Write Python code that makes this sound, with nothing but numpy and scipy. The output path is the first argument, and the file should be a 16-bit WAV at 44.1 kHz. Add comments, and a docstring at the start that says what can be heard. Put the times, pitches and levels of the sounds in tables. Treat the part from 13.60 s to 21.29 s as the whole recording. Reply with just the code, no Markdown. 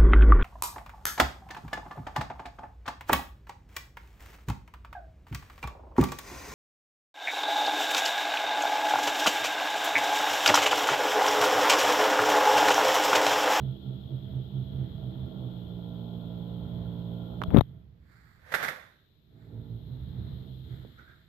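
"""An electrical rig with big wire coils hums in a carpeted room: its buzz, a harmonic series, throbs
and settles. A thin high whine and a fizz, both bands of noise, ride on it. A finger bumps the
microphone, and the damped pressure pulses make a knock. After the knock the whole sound ducks and
something rubs over the case in a short rustle of friction noise; then the buzz swells back unsteady.
Skin slides lightly on the case and at last squeaks."""
import sys
import numpy as np
from scipy import signal
from scipy.fft import rfft, irfft, next_fast_len
from scipy.io import wavfile
from scipy.ndimage import map_coordinates

SR = 44100
rng = np.random.default_rng(int(sys.argv[2]) if len(sys.argv) > 2 else 0)


def store_wav(level_fs):
    """Save 16-bit WAV to argv[1]."""
    pcm = np.round(np.clip(np.atleast_2d(level_fs), -1, 1) * 32767)
    wavfile.write(sys.argv[1], SR, pcm.T.astype(np.int16))


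N = 339084

# fundamental of the buzz (t/s, f/Hz)
HUM_PITCH = [(0, 65.73), (1.2, 64.7), (1.85, 62.63), (2.0, 59.14), (2.29, 58.16), (3.16, 58.25),
             (3.39, 57.4), (3.85, 59.39), (5.9, 56), (6.2, 57.1), (6.32, 62.46), (6.7, 60.05), (6.85, 65.5),
             (7.05, 63.38), (7.69, 62.04)]
# the hum as heard, ducking after the knock and swelling back
# (t/s, drone level/dB, third harmonic/dB, overtones/dB, rumble/dB, roughness/0-1)
HUM_LEVELS = [(0, -48, -48, -56, -44, 0.49), (0.85, -43.5, -49.5, -56.5, -44.5, 0.54),
              (1.6, -43, -47, -54, -43, 0.41), (2.35, -44, -42, -48.5, -47, 0.24),
              (3.55, -41, -40, -47, -46, .15), (3.92, -45.5, -43, -50, -38.5, 0.5),
              (4.06, -59.5, -60, -68, -53, .55), (4.75, -72.5, -74, -80, -61.5, .6),
              (5.62, -76.5, -84.5, -80, -71.5, .45), (5.76, -59, -68, -65, -55.5, 0.5),
              (5.95, -43.5, -51.5, -54.5, -51.5, .2), (6.2, -47, -55.5, -58.5, -44.5, .3),
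              (6.45, -44.5, -58, -58.5, -44.5, 0.36), (6.7, -49, -61, -56.5, -42.5, 0.3),
              (6.9, -45, -51, -57, -43.5, .45), (7.03, -45.5, -64, -63.5, -46, 0.5),
              (7.26, -56, -68, -61, -47, 0.5), (7.36, -66, -74, -68, -55, 0.5),
              (7.69, -82, -87, -83.5, -64.5, 0.9)]
# overtones of the buzz (harmonic number, relative level/dB)
OVERTONES = [(4, -10), (5, -13), (6, -24), (7, -18), (8, -18), (9, -20.5), (10, -22.5), (11, -27),
             (12, -25.5), (13, -38), (14, -29), (15, -29), (16, -42.5), (17, -31), (18, -35.5), (19, -38),
             (20, -44.5), (21, -47.5), (22, -41.5), (23, -46.5), (24, -42.5), (25, -55), (26, -42.5)]
# throbs of the hum (crest t/s, length/s, level/dB over the drone)
HUM_THROBS = [(0.075, 0.26, 17.5), (0.311, 0.2, 16), (0.549, 0.17, 14), (0.774, 0.19, 14),
              (0.987, .19, 15.5), (1.209, 0.25, 14), (1.461, 0.19, 12.5), (1.635, .24, 12),
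              (1.837, 0.31, 10.5), (4.161, 0.16, 16), (5.971, 0.2, 9.5), (6.139, 0.23, 12),
              (6.338, 0.14, 12.5), (6.588, 0.14, 12.5), (7.127, 0.15, 13.5)]
# resonances that pass the rasp (f/Hz, bandwidth/Hz, relative level/dB)
RASP_RESONANCES = [(235, 8, -0.5), (330.2, 24, -3.5), (406, 56, -6.5), (510, 200, -14.5), (646, 23, -1.5),
                   (834, 75, -15), (1390, 46, -17.5)]
# the whine as heard, ducking with the hum (t/s, hiss level/dB, whine level/dB, fizz level/dB)
WHINE_LEVELS = [(0, -67, -63, -74), (3.95, -67.5, -63.5, -72), (4.05, -81.5, -73, -78),
                (4.3, -94, -90, -89), (5.3, -74, -89.5, -80.5), (5.7, -79, -98, -83),
                (6.1, -71, -76.5, -75.5), (6.7, -65, -72, -72.5), (7.2, -67, -68.5, -71.5),
                (7.69, -74.5, -87, -81)]
# finger contacts (t/s, push level/dB, push f/Hz, push T60/s, click level/dB, left minus right/dB)
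FINGER_CONTACTS = [(3.8176, -10, 1157, .0045, -27, -22), (3.8237, -10, 757, .0032, -37.5, -40),
                   (3.8374, -21.5, 3400, .004, -22, 11), (3.881, -5.5, 75, .036, -46, 32),
                   (3.9051, -26.5, 790, .005, -32.5, 10), (3.944, 1.5, 150, .024, -34, 24),
                   (3.971, -4, 112, .028, -16.5, 24.5), (3.9824, 8, 110.6, .031, -22, 26),
                   (3.9859, -14, 301, .008, -13.5, 14.5), (3.9935, -9.5, 753, .005, -28, 16),
                   (4.0095, 5.5, 741, 0.0025, -12, 21.5), (4.0111, -2, 110, .022, -30, 22),
                   (4.9408, -8, 1522, .009, -27.5, -12), (7.2491, -27.5, 427, .012, -66, -11)]
# strokes of friction (t/s, hold/s, level/dB)
PORT_DRAG = [(3.948, .037, -11.5)]
SKIN_SLIDES = [(4.52, .2, -64.5), (5.82, 0.011, -70.5), (7.12, 0.046, -66), (7.28, 0.34, -72)]
RUSTLE_BRUSH = [(4.985, 0.0893, -35.5)]
RUSTLE_SCRAPES = [(4.921, 0.0053, -35), (4.94, 0.012, -24.5), (5.028, 0.022, -31), (5.082, 0.0046, -30.5)]
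# dry squeaks of skin on the case (t/s, hold/s, level/dB, f/Hz)
SKIN_SQUEAKS = [(7.385, 0.012, -51, 1460), (7.48, 0.036, -56.5, 1600)]

# spectral densities of the noises (f/Hz, relative level/dB)
RUMBLE_SPECTRUM = [(20, -19.5), (42, -11.5), (56, -8.5), (74, 1.5), (100, -4.5), (150, -2), (250, -21.5),
                   (600, -39.5), (2000, -44.5), (4000, -79.5)]
HISS_SPECTRUM = [(1500, -16.5), (2600, -12), (2900, -5.5), (3200, -1), (3600, 6), (4100, 3.5), (4500, -12),
                 (5300, -18.5), (6200, -43.5), (7800, -30.5), (9000, -49)]
FIZZ_SPECTRUM = [(5000, -9), (7500, -2.5), (9500, -33.5), (11200, -4.5), (12200, 11), (14600, 6.5)]
ROOM_SPECTRUM = [(25, 2.5), (90, 4.5), (300, -7.5), (1000, -20.5), (4000, -23), (14000, -61.5)]
DRAG_SPECTRUM = [(25, -21), (58, 8), (110, -0.5), (180, 3.5), (300, -1.5), (450, -8.5), (900, -20),
                 (1800, -33), (4000, -52.5), (8000, -72), (12000, -57.5), (15000, -60.5)]
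SLIDE_SPECTRUM = [(300, -20.5), (1050, -6), (1450, 2), (1750, 1), (2200, -2.5), (2800, -26), (4500, -11),
                  (6000, -30), (7200, -18.5), (10000, -32.5), (14000, -20.5)]
RUSTLE_SPECTRUM = [(70, -19.5), (160, -7), (250, -15), (400, -12.5), (490, -4), (620, -5.5), (950, -9),
                   (1280, -4), (1600, 0.5), (2020, -1.5), (2250, -8.5), (2900, -18), (3600, -15),
                   (5000, -23), (6500, -26.5), (9000, -35.5), (12300, -29.5), (14700, -31)]
GRIT_SPECTRUM = [(1500, -34), (3000, 0), (5000, -2.5), (8500, -5), (10500, -4.5), (12300, 5), (14700, -13)]
SQUEAK_SPECTRUM = [(300, -5), (1100, -20.5), (1300, -2), (1450, 0.5), (1660, -9), (1830, -6), (2200, -14),
                   (2700, -26), (4500, -28), (7200, -39), (14000, -54)]
# filter responses (f/Hz, gain/dB)
RASP_RESPONSE = [(100, -21.5), (220, 1.0), (1450, 0.5), (1800, -8.5), (5000, -24.5)]
EDGE_RESPONSE = [(380, -36), (520, -1.0)]
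CLICK_RESPONSE = [(300, 0), (1200, 14.5), (2500, -3), (3700, 4.5), (5000, -28.5), (9000, -28),
                  (12500, -14.5), (15000, -15.5)]
# likeness of noise at the two microphone ports (f/Hz, correlation/0-1)
PORT_CORRELATION = [(60, .8), (130, 0.95), (290, 0.65), (640, 0), (1400, 0), (15000, 0.066)]
# level differences between the ports (f/Hz, left minus right/dB)
HUM_BALANCE = [(60, -4), (110, -6), (200, -9), (700, -6), (1400, -4.5), (2400, -7.5)]
RUSTLE_BALANCE = [(200, -7.0), (1300, -11.0), (2400, -8.5), (8000, 1), (14000, 5.0)]


def amp(db):
    """Amplitude ratio: a factor of ten for every 20 dB."""
    return 10 ** (np.asarray(db) / 20)


def unit(x):
    """Normalisation to rms 1."""
    return x / np.sqrt(np.mean(x ** 2) + 1e-20)


def along(points, hz):
    """Interpolation of (f/Hz, value) points on a logarithmic frequency axis."""
    f, values = np.transpose(points)
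    return np.interp(np.log(hz + 1), np.log(f + 1), values)


def curves(rows):
    """Linear interpolation in time: one value per sample for each column after t/s."""
    times, *columns = np.transpose(rows)
    return [np.interp(np.arange(N) / SR, times, column) for column in columns]


def stroke(rows, attack_s, release_s):
    """Exponential envelopes added in power: each rises 60 dB in attack_s, holds, falls in release_s."""
    t = np.arange(N) / SR
    fade = lambda s, hold: np.maximum(s - t, 0) / attack_s + np.maximum(t - s - hold, 0) / release_s
    return np.sqrt(sum(amp(db - 60 * fade(s, hold)) ** 2 for s, hold, db in rows))


def wobble(rate):
    """Random modulation: a smooth curve through rate Gaussian knots a second."""
    knots = rng.standard_normal(int(N * rate / SR) + 4)
    coarse = np.arange(0, N, 32)
    return np.interp(np.arange(N), coarse, map_coordinates(knots, [coarse * rate / SR]))


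def filtered(x, response):
    """Linear filtering: the spectrum of x times a frequency response."""
    size = next_fast_len(N + 8192)
    return irfft(rfft(x, size) * response(np.fft.rfftfreq(size, 1 / SR)), size)[..., :N]


def coloured(x, spectrum):
    """Spectral shaping of x by (f/Hz, level/dB) points, at rms 1."""
    return unit(filtered(x, lambda hz: amp(along(spectrum, hz))))


def resonant(x, modes):
    """Modal superposition: x through second-order resonances of alternating sign, at rms 1."""
    response = lambda f: sum((-1) ** k * amp(db) * 1j * f * width / (f0 * f0 - f * f + 1j * f * width)
                             for k, (f0, width, db) in enumerate(modes))
    return unit(filtered(x, response))


def noise_pair():
    """Partial coherence: white stereo noise, alike in the bass and unrelated in the treble."""
    def mid_side_gains(hz):
        angle = np.arccos(np.clip(along(PORT_CORRELATION, hz), -1, 1)) / 2
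        return np.array([np.cos(angle), np.sin(angle)])

    mid, side = filtered(rng.standard_normal((2, N)), mid_side_gains)
    return np.array([mid + side, mid - side])


def narrow(hz, width_hz):
    """Narrow-band stereo noise from two equal resonators in cascade, at rms 1."""
    peak = [(hz, width_hz, 0)]
    return resonant(resonant(noise_pair(), peak), peak)


def pan(side_db):
    """Level difference, left minus right, as two gains with a mean of 1."""
    gains = amp(np.array([side_db, -side_db]).reshape(2, -1) / 2)
    return gains / gains.mean(axis=0)


def throbs():
    """Amplitude and frequency modulation: the drone's beat, the overtones' lift and the pitch's fall."""
    lead_s, stretch = 0.0058, 1.28  # the overtones swell earlier and for longer than the drone
    t = np.arange(N) / SR
    bell = lambda u: np.cos(np.pi * np.clip(u, -.5, .5)) ** 2
    beat, lift, fall = np.zeros((3, N))
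    for crest_s, length, db in HUM_THROBS:
        u = (t - crest_s) / length
        beat += amp(db) * bell(u)
        lift += bell((u + lead_s / length) / stretch)
        fall += 2 * u * bell(u)
    return beat, lift, fall


def rasp(phase):
    """Forced resonance: noise that pulses once per cycle of the hum drives a set of modes."""
    pulses = noise_pair() * (1 + 0.91 * np.cos(phase))
    return coloured(resonant(pulses, RASP_RESONANCES), RASP_RESPONSE)


def hum():
    """The rig's harmonic series over a rumble; with roughness the overtones waver and yield to rasp."""
    pitch_hz, = curves(HUM_PITCH)
    drone_db, third_db, upper_db, rumble_db, rough = curves(HUM_LEVELS)
    rough = np.clip(rough, 0, .95)
    beat, lift, fall = throbs()
    bend = 1 - .06 * fall + .018 * rough * wobble(40)
    phase = 2 * np.pi * np.cumsum(pitch_hz * bend) / SR

    def partial(order, waver):
        tone = np.sqrt(2) * np.sin(order * phase + rng.uniform(0, 2 * np.pi))
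        return tone * (1 + waver * rough * wobble(30))

    fundamental = amp(rumble_db - 9.5) * partial(order=1, waver=1.0)
    # destructive interference: a throb opposes the steady tone, so a null flanks it on each side
    drone = amp(drone_db) * (1 - beat) * partial(order=2, waver=0.44)
    third = amp(third_db + 2 * lift) * partial(order=3, waver=0.92)
    overtones = unit(sum(amp(db) * partial(order, waver=0.91) for order, db in OVERTONES))
    upper = np.sqrt(1 - rough ** 2) * overtones + amp(8.0) * rough * rasp(phase)
    edge = filtered(upper, lambda hz: amp(along(EDGE_RESPONSE, hz)))
    edge_db = np.clip(0.98 * (third_db + 41.5), -9, 1.5)  # the buzzy edge fades with the third harmonic
    upper = upper + (amp(edge_db) - 1) * edge
    buzz = fundamental + drone + third + amp(upper_db + 5 * lift) * upper
    rumble = amp(rumble_db + 2.6 * wobble(5.5)) * coloured(noise_pair(), RUMBLE_SPECTRUM)
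    return filtered(buzz + rumble, lambda hz: pan(along(HUM_BALANCE, hz)))


def whine():
    """Narrow-band noise is heard as a pitch: a whine in hiss on the left, with a fizz far above it."""
    hiss_db, whine_db, fizz_db = curves(WHINE_LEVELS)
    hiss = amp(hiss_db) * coloured(noise_pair(), HISS_SPECTRUM)
    core = amp(whine_db) * narrow(hz=3322, width_hz=430)
    fizz = amp(fizz_db) * coloured(noise_pair(), FIZZ_SPECTRUM)
    return (hiss + core) * pan(11) + fizz * pan(4)


def room_air():
    """Stationary noise: the faint steady air of the room."""
    return amp(-69.0) * coloured(noise_pair(), ROOM_SPECTRUM)


def knock():
    """Impact: each contact is a heavily damped pressure push with a tiny click."""
    click_t60_s, leak_hz = 0.0075, 55  # slower pressure changes leak away from the port
    pushes, clicks = np.zeros((2, 2, N))
    t = np.arange(SR // 8) / SR
    for s, push_db, push_hz, push_t60_s, click_db, side_db in FINGER_CONTACTS:
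        span = slice(round(s * SR), round(s * SR) + len(t))
        sides = pan(side_db) / 2
        give = 1 - np.exp(-8 * push_hz * t)  # soft skin rounds the start of the push
        push = amp(push_db - 60 * t / push_t60_s) * give * np.sin(2 * np.pi * push_hz * t)
        pushes[:, span] += sides * push
        clicks[:, span] += sides * amp(click_db - 60 * t / click_t60_s) * rng.standard_normal(len(t))
    pushes = filtered(pushes, lambda hz: (1j * hz / (leak_hz + 1j * hz)) ** 2)
    return pushes + filtered(clicks, lambda hz: amp(along(CLICK_RESPONSE, hz)))


def finger_drag():
    """Friction: between the contacts, skin judders over the left port."""
    judder = coloured(rng.standard_normal(N) * amp(5.9 * wobble(500)), DRAG_SPECTRUM)
    return stroke(PORT_DRAG, attack_s=0.11, release_s=0.037) * judder * pan(24) / 2


def friction(spectrum, flutter_db):
    """Friction noise: a shaped rubbing hiss with a slight fast flutter."""
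    return coloured(noise_pair() * amp(flutter_db * wobble(700)), spectrum)


def slides():
    """Sliding friction: skin passes lightly over the case."""
    envelope = stroke(SKIN_SLIDES, attack_s=0.41, release_s=1.0)
    return envelope * friction(SLIDE_SPECTRUM, flutter_db=2.0) * pan(-8.0)


def rustle():
    """Friction by the right port: something brushes the case; each scrape adds grit and a thin ring."""
    brush = stroke(RUSTLE_BRUSH, attack_s=.33, release_s=0.53)
    scrapes = stroke(RUSTLE_SCRAPES, attack_s=0.005, release_s=0.071)
    ring = amp(-25) * stroke(RUSTLE_SCRAPES, attack_s=.012, release_s=.5) * narrow(hz=3514, width_hz=110)
    body = np.hypot(brush, scrapes) * friction(RUSTLE_SPECTRUM, flutter_db=-0.5) + ring
    body = filtered(body, lambda hz: pan(along(RUSTLE_BALANCE, hz)))
    bite = amp(-17.5) * stroke(RUSTLE_SCRAPES, attack_s=.008, release_s=.1) + amp(-21) * brush
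    return body + bite * friction(GRIT_SPECTRUM, flutter_db=0.5) * pan(-7.5)


def squeaks():
    """Stick-slip oscillation: sticking skin gives a narrow pitch inside a band of friction noise."""
    out = np.zeros((2, N))
    for s, hold, db, hz in SKIN_SQUEAKS:
        voice = amp(-3.5) * (coloured(noise_pair(), SQUEAK_SPECTRUM) + narrow(hz, width_hz=120))
        out += stroke([(s, hold, db)], attack_s=0.044, release_s=0.34) * voice
    return out * pan(-7.0)


def scene():
    """Superposition: the pressures of all sources add at the two ports."""
    return hum() + whine() + room_air() + knock() + finger_drag() + slides() + rustle() + squeaks()


def record(dry):
    """Band limiting and saturation: the recorder sheds deep bass, rounds peaks and cuts the top treble."""
    bottom_hz, top_hz, ceiling = 28, 14750, .96
    lean = signal.sosfilt(signal.butter(1, bottom_hz, "highpass", fs=SR, output="sos"), dry)
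    rounded = lean / (1 + np.abs(lean / ceiling) ** 6) ** (1 / 6)
    return filtered(rounded, lambda hz: 1 / (1 + (hz / top_hz) ** 160))


dry = scene()
out = record(dry)
store_wav(out)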